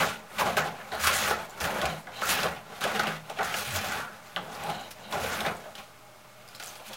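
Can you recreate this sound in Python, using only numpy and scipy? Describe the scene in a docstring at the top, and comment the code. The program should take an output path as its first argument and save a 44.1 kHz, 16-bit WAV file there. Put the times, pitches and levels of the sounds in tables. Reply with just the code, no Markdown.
"""Slicing cabbage on a slanted board

A cabbage head in a wooden carriage slides up and down a slicer board in a small hard room.
Friction noise rings the rails, blades, leaves and foot; ribs snap and fibres tick as decaying bursts.
Scraped bands, a gliding leaf squeak and low shudders join in; at the end a hand turns the head over.
Noise lines and a mains tone make the appliance hum behind."""
import sys
import numpy as np
from scipy import signal
from scipy.fft import rfft, irfft, next_fast_len
from scipy.io import wavfile
from scipy.ndimage import uniform_filter1d, map_coordinates

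SR = 44100
rng = np.random.default_rng(int(sys.argv[2]) if len(sys.argv) > 2 else 0)


def waveform_to_disk(signal):
    """Save audio, clipped to [-1, 1], as 16-bit WAV at the path in sys.argv[1]."""
    frames = np.transpose(np.atleast_2d(signal))
    scaled = np.clip(frames, -1, 1) * 32767
    samples = np.round(scaled).astype(np.int16)
    wavfile.write(sys.argv[1], SR, samples)


N = 306936  # length in samples
TOP_HZ = 15850  # band limit of the whole sound


def amp(db):
    """Gain of a level in dB."""
    return 10 ** (np.asarray(db) / 20)


def unit(x):
    """x at rms 1."""
    return x / np.sqrt(np.mean(x ** 2) + 1e-20)


def along(points, hz):
    """Read (frequency [Hz], value) points on a log frequency axis."""
    f, v = np.transpose(points)
    return np.interp(np.log(hz + 1), np.log(f + 1), v)


def curves(rows):
    """One value per sample for each column after the time."""
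    s, *columns = np.transpose(rows)
    return [np.interp(np.arange(N) / SR, s, column) for column in columns]


def wobble(rate):
    """A smooth random curve, rate knots a second."""
    knots = rng.standard_normal(int(N * rate / SR) + 4)
    return map_coordinates(knots, [np.arange(N) * rate / SR])


def filtered(x, response):
    """x times a complex response of frequency."""
    m = next_fast_len(N + SR // 2)
    return irfft(rfft(x, m) * response(np.fft.rfftfreq(m, 1 / SR)), m)[:N]


def modes(table):
    """Causal response of a set of resonances, with alternating signs."""
    def response(f):
        return sum((-1) ** k * amp(db) * 1j * f * width / (hz * hz - f * f + 1j * f * width)
                   for k, (hz, width, db) in enumerate(table))
    return response


def friction(slips, spread_db, share, lumps_db):
    """Tiny slips of unequal size, slips a second, over a smooth rub; the pressure comes in lumps."""
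    draw = rng.random((3, N))
    size_db = np.minimum(-spread_db * np.log(draw[1] + 1e-9), 11)
    size = amp(size_db) * np.sign(draw[2] - .5)
    grains = unit((draw[0] < slips / SR) * size)
    share = np.clip(share, 0, 1)  # power share of the grains
    rub = np.sqrt(share) * grains + np.sqrt(1 - share) * rng.standard_normal(N)
    lumps = amp(lumps_db * (wobble(70) + wobble(25.02)))
    return unit(rub * lumps)


def crunches(rate, spread_db, t60):
    """Gain of a pressure that jumps as each rib gives way, then eases off."""
    draw = rng.random((2, N))
    size_db = np.minimum(-spread_db * np.log(draw[1] + 1e-9), 9)
    jumps = (draw[0] < rate / SR) * amp(size_db)
    ease = amp(-60 / (t60 * SR))
    return unit(np.sqrt(.5 + signal.lfilter([1], [1, -ease], jumps)))


def sliding(force, level_db, table, shift_db):
    """A moving contact drives each mode more or less, as it passes loops and nodes."""
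    drive = force * amp(level_db)
    rings = []
    for k, row in enumerate(table):
        coupling = unit(amp(shift_db * wobble(24)))
        rings.append((-1) ** k * filtered(drive * coupling, modes([row])))
    return sum(rings) / np.std(filtered(force, modes(table)))


def played(force, level_db, response):
    """The force, at its level, set ringing in a body."""
    scale = np.std(filtered(force, response))
    return filtered(force * amp(level_db), response) / scale


def joined(tables, catch=.007):
    """Tables in a row; each last level holds until catch seconds before the next table."""
    rows = []
    for this, after in zip(tables, tables[1:]):
        rows += [*this, (after[0][0] - catch, *this[-1][1:])]
    return rows + [*tables[-1]]


# One breakpoint list from each catch of the carriage or head to the next:
# (time [s], rasp on the rails [dB], tearing of the leaves [dB])
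STROKE_CURVES = [
    [(0.0, -22.5, -33), (0.068, -36, -40.5), (0.262, -56.5, -71.5), (0.36, -46.5, -51.5)],
    [(0.385, -32, -37.5), (0.417, -30, -37), (0.445, -32, -45.5), (0.469, -28.5, -45), (0.55, -36, -49.5)],
    [(0.574, -28, -34.5), (0.592, -28, -39.5), (0.628, -33.5, -50.5), (0.78, -48, -61.5), (0.9, -48.5, -58)],
    [(0.925, -34.5, -58), (1.021, -42.5, -36), (1.041, -42.5, -30), (1.09, -35.5, -31),
     (1.125, -36.5, -35.5), (1.16, -35.5, -33), (1.303, -35, -37.5), (1.321, -32.5, -41), (1.355, -38, -52),
     (1.455, -44.5, -50.5), (1.475, -50.5, -64), (1.561, -49.5, -61), (1.585, -46, -53)],
    [(1.607, -38, -37), (1.655, -31, -36.5), (1.687, -34, -47), (1.869, -32, -48), (2.037, -54, -58.5),
     (2.073, -44.5, -75), (2.165, -49, -53), (2.2, -41, -52)],
    [(2.222, -47, -44), (2.294, -37, -30.5), (2.428, -35, -41.5), (2.454, -32, -45.5), (2.586, -48, -61.5),
     (2.63, -52.5, -71), (2.728, -46.5, -60), (2.79, -50, -55.5)],
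    [(2.813, -37, -42), (2.855, -31.5, -45), (2.885, -37, -47.5), (3.079, -35, -50.5),
     (3.223, -55.5, -62.5), (3.278, -51, -62)],
    [(3.302, -36, -61), (3.34, -49, -60), (3.368, -41, -59)],
    [(3.395, -31, -64), (3.449, -39.5, -41), (3.513, -41, -46), (3.571, -42.5, -36), (3.655, -48, -44),
     (3.759, -40, -39), (4.005, -38, -48), (4.04, -46, -57.5), (4.161, -54.5, -63.5), (4.34, -55.5, -60.5)],
    [(4.368, -33.5, -64), (4.398, -43, -64), (4.572, -43.5, -52), (4.71, -34.5, -54.5),
     (4.904, -56.5, -61.5), (4.91, -52.5, -45.5), (4.946, -63, -64), (5.002, -48, -61.5),
     (5.104, -46.5, -61), (5.113, -41, -49)],
    [(5.131, -30.5, -44.5), (5.189, -37.5, -51.5), (5.211, -37.5, -42), (5.437, -36.5, -44),
     (5.455, -29, -45.5), (5.569, -46, -56.5), (5.677, -52, -61), (5.73, -55, -64)],
    [(5.77, -61, -57), (5.794, -49, -53), (5.854, -65, -63), (6.106, -65.5, -90), (6.496, -62.5, -66),
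     (6.556, -57, -64), (6.58, -65, -62)],
    [(6.603, -49.5, -50), (6.673, -53.5, -52), (6.781, -58, -56), (6.801, -46.5, -59), (6.833, -59, -59),
     (6.89, -58, -49.5), (6.9, -43.5, -60), (6.943, -54, -48), (6.96, -54, -57)],
]
# How hard each stroke drives the other bodies, one row per list above, added to the growth below:
# (bite [dB], crunch [dB], drumming [dB], deep shake [dB])
STROKE_DRIVE = [(7, 2, -11, -9.5), (4.5, 3, -10.5, -10.5), (6.5, 1, -10, -10), (7.5, 2.5, -13, -9),
                (5, 1, -10.5, -9), (7, 2.5, -10, -8), (7, 4, -9, -11), (4, 3.5, -10, -18),
                (7, 1.5, -11, -9), (4.5, 2.5, -10, -9), (5.5, -0.5, -10, -7.5), (8.5, 6.5, -7.5, -10),
                (3.5, 3, -13.5, -23)]
# dB gained per dB of (rasp, tearing)
BITE_GROWS, CRUNCH_GROWS, DRUM_GROWS, SHAKE_GROWS = (0.67, 0.42), (0.41, 0.62), (0.77, 0.13), (0.48, 0.57)
FOOT_SMEAR_S = 0.044  # the heavy table follows the push slowly


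def stroke_levels():
    """Rasp and tearing set all the other levels, each stroke with its own weight."""
    rasp_db, tear_db = curves(joined(STROKE_CURVES))
    starts = [rows[0][0] for rows in STROKE_CURVES[1:]]
    stroke = np.searchsorted(starts, np.arange(N) / SR)
    bite, crunch, drum, shake = np.transpose(STROKE_DRIVE)[:, stroke]

    def growth(grows):
        return grows[0] * rasp_db + grows[1] * tear_db

    def slow(db):
        return uniform_filter1d(db, size=max(int(FOOT_SMEAR_S * SR), 1))

    return dict(rasp=rasp_db, tear=tear_db,
                bite=bite + growth(BITE_GROWS), crunch=crunch + growth(CRUNCH_GROWS),
                drum=slow(drum + growth(DRUM_GROWS)), shake=slow(shake + growth(SHAKE_GROWS)))


# Lower wood resonances, rasped on the rails: (frequency [Hz], width [Hz], relative level [dB])
RAIL_MODES = [(377, 183, -11), (451.6, 51, -3), (523, 39, -3), (659, 65, -2.5), (702.4, 38.7, 3),
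              (797, 185, 0.5), (876, 76, 1.5), (1030, 63, -6.5)]
# Higher board resonances, shaken by the blades: (frequency [Hz], width [Hz], relative level [dB])
BLADE_MODES = [(1125, 123, -4), (1285, 44, 4), (1344, 136, 2), (1457, 177, 3), (1683, 117, -0.5),
               (1934, 280, -5), (2278, 64, -6.5)]


def carriage(ribs, rasp_db, bite_db):
    """Wood chatters along the rails; the blades bite into the head and shake the board's higher modes."""
    chatter = ribs ** 0.27 * friction(900, spread_db=4.0, share=0.49, lumps_db=-0.78)
    cutting = ribs * friction(1200, spread_db=10.0, share=0.4, lumps_db=-0.07)
    rasp = sliding(chatter, rasp_db, RAIL_MODES, shift_db=2.0)
    bite = sliding(cutting, bite_db, BLADE_MODES, shift_db=1.5)
    return rasp + bite + scrapes(bite_db)


# The blades catch or the carriage jams, and one part of the board's range is scraped hard:
# (time [s], pitch [Hz], level before the fade [dB], t60 [s])
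HARD_SCRAPES = [(.405, 1060, -24, 0.16), (.462, 667, -21, 0.15), (.8, 1700, -41, .12),
                (.95, 1390, -36, 0.42), (1.037, 1320, -16, 0.14), (1.068, 1410, -16.5, 0.08),
                (1.088, 1200, -19.5, .08), (1.305, 437, -32, 0.22), (2.217, 1360, -29, 0.39),
                (2.3, 2880, -29, 0.21), (2.44, 460, -26.5, 0.14), (2.558, 2900, -43, .1),
                (2.845, 605, -26, 0.26), (3.39, 1360, -31, 0.62), (3.395, 760, -26.5, 0.25),
                (3.985, 1400, -35.5, 0.54), (4.262, 4540, -55, 0.18), (4.365, 1310, -28, 0.11),
                (5.13, 750, -32, 0.29), (5.175, 710, -25.5, 0.09), (5.24, 554, -26.5, 0.13),
                (5.465, 2220, -32, 0.18), (5.47, 1340, -33, 0.22), (5.655, 654, -37.5, 0.22)]
SCRAPE_WIDTH, SCRAPE_RISE_S = 0.29, 0.0033  # band width over pitch; time constant of the rise
SHRED_RATE, SHRED_T60_S = 45, 0.028  # shreds a second, their fade
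SHRED_HZ, SHRED_SPAN_DB = 1510, 5  # middle pitch; spread of pitch, as 20 log10 of the ratio
SHRED_DB = 4.5  # middle level over the bite


def scrapes(bite_db):
    """Quick-rising, fading rubs around a pitch; small ones come at random as shreds tear off and settle."""
    out, t = np.zeros(N + SR), np.arange(SR // 3) / SR
    f = np.fft.rfftfreq(len(t), 1 / SR)
    at = np.flatnonzero(rng.random(N) < SHRED_RATE / SR)
    pitch_draw, level_draw = rng.standard_normal((len(at), 2)).T
    shred_hz = SHRED_HZ * amp(SHRED_SPAN_DB * pitch_draw)
    shred_db = bite_db[at] + SHRED_DB + 3 * level_draw
    shreds = zip(at / SR, shred_hz, shred_db, [SHRED_T60_S] * len(at))
    for s, hz, db, t60 in [*HARD_SCRAPES, *shreds]:
        band = modes([(hz, SCRAPE_WIDTH * hz, 0)])(f) ** 2
        rub = unit(irfft(rfft(rng.standard_normal(len(t))) * band, len(t)))
        envelope = amp(db - 60 * t / t60) * (1 - np.exp(-t / SCRAPE_RISE_S))
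        out[round(s * SR):][:len(t)] += envelope * rub
    return out[:N]


# Bright resonances of tearing leaves: (frequency [Hz], width [Hz], relative level [dB])
TEAR_MODES = [(4000, 1800, -0.5), (6760, 1530, 3.5), (9050, 4000, 1), (13800, 11500, -4)]
# Resonances of the firm core: (frequency [Hz], width [Hz], relative level [dB])
CORE_MODES = [(2420, 490, 2.5), (3560, 1800, -3.5)]


def leaves(ribs, tear_db, crunch_db):
    """Bursting cells: heard bare as tearing, and through the firm core as crunch."""
    tear = ribs ** 0.81 * friction(3000, spread_db=3.0, share=0.37, lumps_db=-0.44)
    crunch = ribs ** 0.82 * friction(1500, spread_db=1.5, share=0.36, lumps_db=1.13)
    tearing = sliding(tear, tear_db, TEAR_MODES, shift_db=1.5)
    return tearing + sliding(crunch, crunch_db, CORE_MODES, shift_db=1.5)


# Ribs snapping and wood knocking; push and crackle are relative to the snap, before fixed boosts:
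# (time [s], snap level [dB], snap pitch [Hz], push on the board [dB], crackle [dB])
RIB_SNAPS = [(0.569, -15, 2560, -5, -11.5), (0.9193, -24.5, 4000, -6.5, -27), (1.037, -26, 3070, -1, -5),
             (1.0701, -16.5, 3170, -3, -3.5), (1.3061, -22.5, 2600, 4, -21), (1.603, -20, 6200, -18, -15),
             (1.816, -18, 3200, -7, -14), (1.8551, -11, 2470, -29, -17), (2.0706, -37.5, 3380, 3.5, -23),
             (2.2155, -21.5, 2950, 2, -16), (2.2983, -20, 2700, -11, -25), (2.309, -14, 2800, -10, -20),
             (2.4318, -15.5, 2570, -4, -12.5), (2.8391, -16, 3400, -4, -11), (2.9589, -18, 2850, -7, -17),
             (2.995, -18.5, 3480, 0.5, -9), (3.0339, -22.5, 2800, 1.5, -13.5),
             (3.0703, -13, 2840, -12.5, -20), (3.298, -26.5, 2980, -17, -11.5),
             (3.3884, -19.5, 2760, -1.5, -30), (3.41, -18.5, 2000, -7, -29), (3.5414, -13, 2700, -11, -23),
             (3.7612, -19, 3400, -14, -10.5), (4.3623, -10, 3050, -16, -31), (4.913, -39, 3960, -24, -4),
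             (5.1251, -19, 3500, -15, -17), (5.406, -17, 3570, -11, -16), (5.241, -35, 2980, -7, -15),
             (5.449, -31.5, 3000, 8.5, -16), (5.463, -21, 3500, 0.5, -14), (5.753, -24, 3100, -14, -15.5),
             (6.549, -31, 4170, -16, -10), (6.5987, -30.5, 4500, -6.5, -7), (6.626, -28, 3260, -9, -10),
             (6.755, -33.5, 2550, -10, -9.5), (6.896, -46, 2500, -2, -15), (6.9323, -25, 3330, -16, -12.5)]


def snaps():
    """Each snap is a few cycles at its own pitch with a crackle behind it, and a push on the wood."""
    air, push, t = np.zeros(N + SR), np.zeros(N + SR), np.arange(SR // 20) / SR
    for s, db, hz, wood_db, crackle_db in RIB_SNAPS:
        start = round(s * SR)
        ping = 1.08 * np.sin(2 * np.pi * hz * t) * amp(-60 * t / 0.0049) * (1 - np.exp(-t / 0.00012))
        crackle = amp(crackle_db + 6.5 - 60 * t / 0.04) * rng.standard_normal(len(t))
        air[start:][:len(t)] += amp(db) * (ping + crackle)
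        thud = amp(db + wood_db + 12.5 - 60 * t / 0.038) * rng.standard_normal(len(t))
        push[start:][:len(t)] += thud
    thin = filtered(air[:N], modes([(3900, 2850, 0)]))  # small things radiate no bass
    return thin + filtered(push[:N], modes(RAIL_MODES + BLADE_MODES))


# Single fibres parting, too light to move the wood: (time [s], level before the filter [dB], pitch [Hz])
FIBRE_TICKS = [(0.952, -30, 4200), (1.497, -38, 7000), (1.505, -39, 7200), (1.5095, -41, 7500),
               (2.809, -29, 3500), (3.432, -27, 4000), (3.709, -31, 8000), (4.637, -33, 8000),
               (4.702, -35, 9300), (4.812, -39, 6800), (6.478, -40, 5000), (6.488, -38, 4940),
               (6.5574, -38, 5000), (6.563, -41, 7500), ]
TICK_T60_S, TICK_NOISE = 0.0076, 0.75  # fade; noise mixed with the tone
# Leaves creak in the turning hand: start, length, mean clicks a second before uneven spacing
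CREAK_S, CREAK_LENGTH_S, CREAK_RATE = 6.632, .072, 170
CREAK_DB, CREAK_HZ = -36, 6570  # middle level and pitch
FIBRE_RATE = 140  # random fibres a second
FIBRE_DB, FIBRE_SPREAD_DB, FIBRE_HZ = 3.5, 1.5, 4520  # least level over the tearing, spread, middle pitch


def ticks(tear_db):
    """Very short bright clicks: single, in an uneven creaking run, and scattered through the tearing."""
    out, t = np.zeros(N + SR), np.arange(SR // 50) / SR
    draw = rng.standard_normal((30, 3))
    times = CREAK_S + np.cumsum(amp(3.2 * draw[:, 0])) / CREAK_RATE
    creak = [(s, CREAK_DB + 3 * level_draw, CREAK_HZ * amp(0.93 * pitch_draw))
             for s, (_, level_draw, pitch_draw) in zip(times, draw) if s < CREAK_S + CREAK_LENGTH_S]
    at = np.flatnonzero(rng.random(N) < FIBRE_RATE / SR)
    extra_db = FIBRE_SPREAD_DB * np.minimum(rng.exponential(size=len(at)), 2)
    fibre_db = tear_db[at] + FIBRE_DB + extra_db
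    fibre_hz = np.minimum(FIBRE_HZ * amp(4.03 * rng.standard_normal(len(at))), TOP_HZ)
    for s, db, hz in [*FIBRE_TICKS, *creak, *zip(at / SR, fibre_db, fibre_hz)]:
        crack = np.sin(2 * np.pi * hz * t) + TICK_NOISE * rng.standard_normal(len(t))
        out[round(s * SR):][:len(t)] += amp(db - 60 * t / TICK_T60_S) * crack
    return filtered(out[:N], modes([(7000, 13000, 0)]))


# A waxy leaf squeaking on the smooth board, levels before the flutter:
# (start [s], length [s], level of the upper band [dB], first pitch [Hz], last pitch [Hz])
LEAF_SQUEAKS = [(.925, 0.098, -50, 4230, 4100), (1.875, 0.1, -48.5, 4000, 3850),
                (2.115, 0.14, -48.5, 3820, 4150), (4.639, .27, -50, 4060, 3880),
                (5.0, 0.12, -53.5, 3930, 3860)]
SQUEAK_WIDTH_HZ = 240  # sets how fast the band's fuzz varies
PARTNER, PARTNER_DB = .76, -1.5  # the lower partner: pitch share, relative level


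def whistle():
    """A rough band gliding in pitch, with a partner below, that swells only while the leaf slides."""
    out = np.zeros(N)
    for s, length, db, first_hz, last_hz in LEAF_SQUEAKS:
        start, n = round(s * SR), round(length * SR)
        turns = 2 * np.pi * np.cumsum(np.linspace(first_hz, last_hz, n)) / SR
        noise = rng.standard_normal((4, SR))[:, :n]
        fuzz = uniform_filter1d(noise, size=int(SR / SQUEAK_WIDTH_HZ / 2), axis=1)

        def band(p, q, share):
            return unit(p * np.cos(share * turns) + q * np.sin(share * turns))

        both = band(*fuzz[:2], 1.0) + amp(PARTNER_DB) * band(*fuzz[2:], PARTNER)
        out[start:start + n] += amp(db) * np.hanning(n) ** 0.58 * both
    return out * amp(2.5 * wobble(60))  # the leaf sticks and slips


# Resonances of the table top: (frequency [Hz], width [Hz], relative level [dB])
TABLE_MODES = [(127, 38, -9), (168, 15.4, -0.5), (214.8, 17, 2), (277, 49, -12)]
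# Deep resonances of the table legs: (frequency [Hz], width [Hz], relative level [dB])
LEG_MODES = [(78, 22, 4.5), (111, 60, -5.5)]


def foot(drum_db, shake_db):
    """The push of each stroke passes down the board into the table top and legs."""
    drumming = friction(150, spread_db=4.0, share=0.14, lumps_db=0.0)
    shaking = friction(80, spread_db=0.5, share=0.31, lumps_db=-2.0)
    drum = played(drumming, drum_db, modes(TABLE_MODES))
    return shudders() + drum + played(shaking, shake_db, modes(LEG_MODES))


# The foot shudders on the table and one low mode swells, pitch and level before their wavering:
# (middle [s], length [s], pitch [Hz], peak level [dB])
FOOT_SHUDDERS = [(0.101, 0.24, 214.4, -43), (.65, 0.22, 159, -40), (1.09, 0.16, 80, -39),
                 (1.25, 0.13, 81, -44), (1.661, 0.121, 74.6, -41.5), (1.878, .12, 74.6, -39),
                 (1.96, .16, 158, -41), (2.331, .12, 89.2, -44), (3.18, 0.26, 161, -42),
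                 (3.71, 0.089, 126, -38), (3.785, 0.13, 96.3, -34), (4.41, 0.13, 181, -40.5),
                 (4.73, .16, 155, -43), (6.904, 0.068, 227, -46.5)]


def shudders():
    """Each shudder is one wavering, uneven low tone that swells quickly and fades slowly."""
    out = np.zeros(N + SR)
    waver = np.pad(1 + 0.032 * wobble(25), (0, SR), "edge")
    for s, length, hz, db in FOOT_SHUDDERS:
        start, n = max(round((s - length / 2) * SR), 0), round(length * SR)
        swell = np.sin(np.pi * np.linspace(0, 1, n) ** .7) ** 2
        tone = np.sin(2 * np.pi * hz * np.cumsum(waver[start:start + n]) / SR)
        out[start:start + n] += amp(db) * swell * tone
    return out[:N] * amp(2.0 * wobble(29.98))


# Decay of the small hard room: (frequency [Hz], t60 [s])
WALL_DECAY = [(100, 0.43), (1000, 0.31), (4000, 0.22), (12000, 0.04)]


def room(x):
    """Each frequency of the walls' answer dies at its own speed."""
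    hz, t, z = signal.stft(rng.standard_normal(SR // 2), SR, nperseg=256)
    decay = amp(-60 * t / along(WALL_DECAY, hz)[:, None])
    tail = signal.istft(z * decay, SR, nperseg=256)[1]
    late = np.pad(x, (150, 0))  # samples before the answer
    return signal.fftconvolve(late, tail / np.linalg.norm(tail))[:N]


# Spectral shape of the steady hiss: (frequency [Hz], relative density [dB per Hz])
HISS_SHAPE = [(20, -11), (60, -19), (110, -11), (200, -23), (270, -14.5), (700, -14.5), (1250, -11),
              (1750, -18), (2300, -18.5), (5000, -23), (16000, -30)]
HISS_DB = -54.5  # rms of the hiss
# Fuzzy lines of the humming appliance: (frequency [Hz], width [Hz], rms level [dB])
HUM_LINES = [(612.7, 13, -60), (820, 10, -65.5), (1197, 6.2, -68.5), (2180, 7.7, -69)]
MAINS_HZ, MAINS_DB = 120, -62.5  # mains tone; middle of its slightly wavering peak level


def background():
    """Shaped steady hiss, with the mains tone and narrow noise lines of a humming appliance."""
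    air = filtered(rng.standard_normal(N), lambda hz: amp(along(HISS_SHAPE, hz)))
    hiss = amp(HISS_DB) * unit(air)
    lines = [amp(db) * unit(filtered(rng.standard_normal(N), modes([(hz, width, 0)])))
             for hz, width, db in HUM_LINES]
    mains_level = amp(MAINS_DB + 0.74 * wobble(2.74))
    mains = mains_level * np.sin(2 * np.pi * MAINS_HZ * np.arange(N) / SR)
    return hiss + sum(lines) + mains


def scene():
    """Slicer, room and background; the sharp sounds excite the room more than the steady ones."""
    ribs = crunches(110, spread_db=0.5, t60=0.11)
    db = stroke_levels()
    steady = carriage(ribs, db["rasp"], db["bite"]) + leaves(ribs, db["tear"], db["crunch"])
    steady = steady + whistle() + foot(db["drum"], db["shake"])
    sharp = snaps() + ticks(db["tear"])
    answer = room(amp(-16) * steady + amp(-7.5) * sharp)
    return (steady + sharp + answer + background())[None]


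def record(dry):
    """A small constant offset, and nothing above the band limit."""
    return filtered(dry[0] + 0.00098, lambda hz: hz < TOP_HZ)[None]


dry = scene()
out = record(dry)
waveform_to_disk(out)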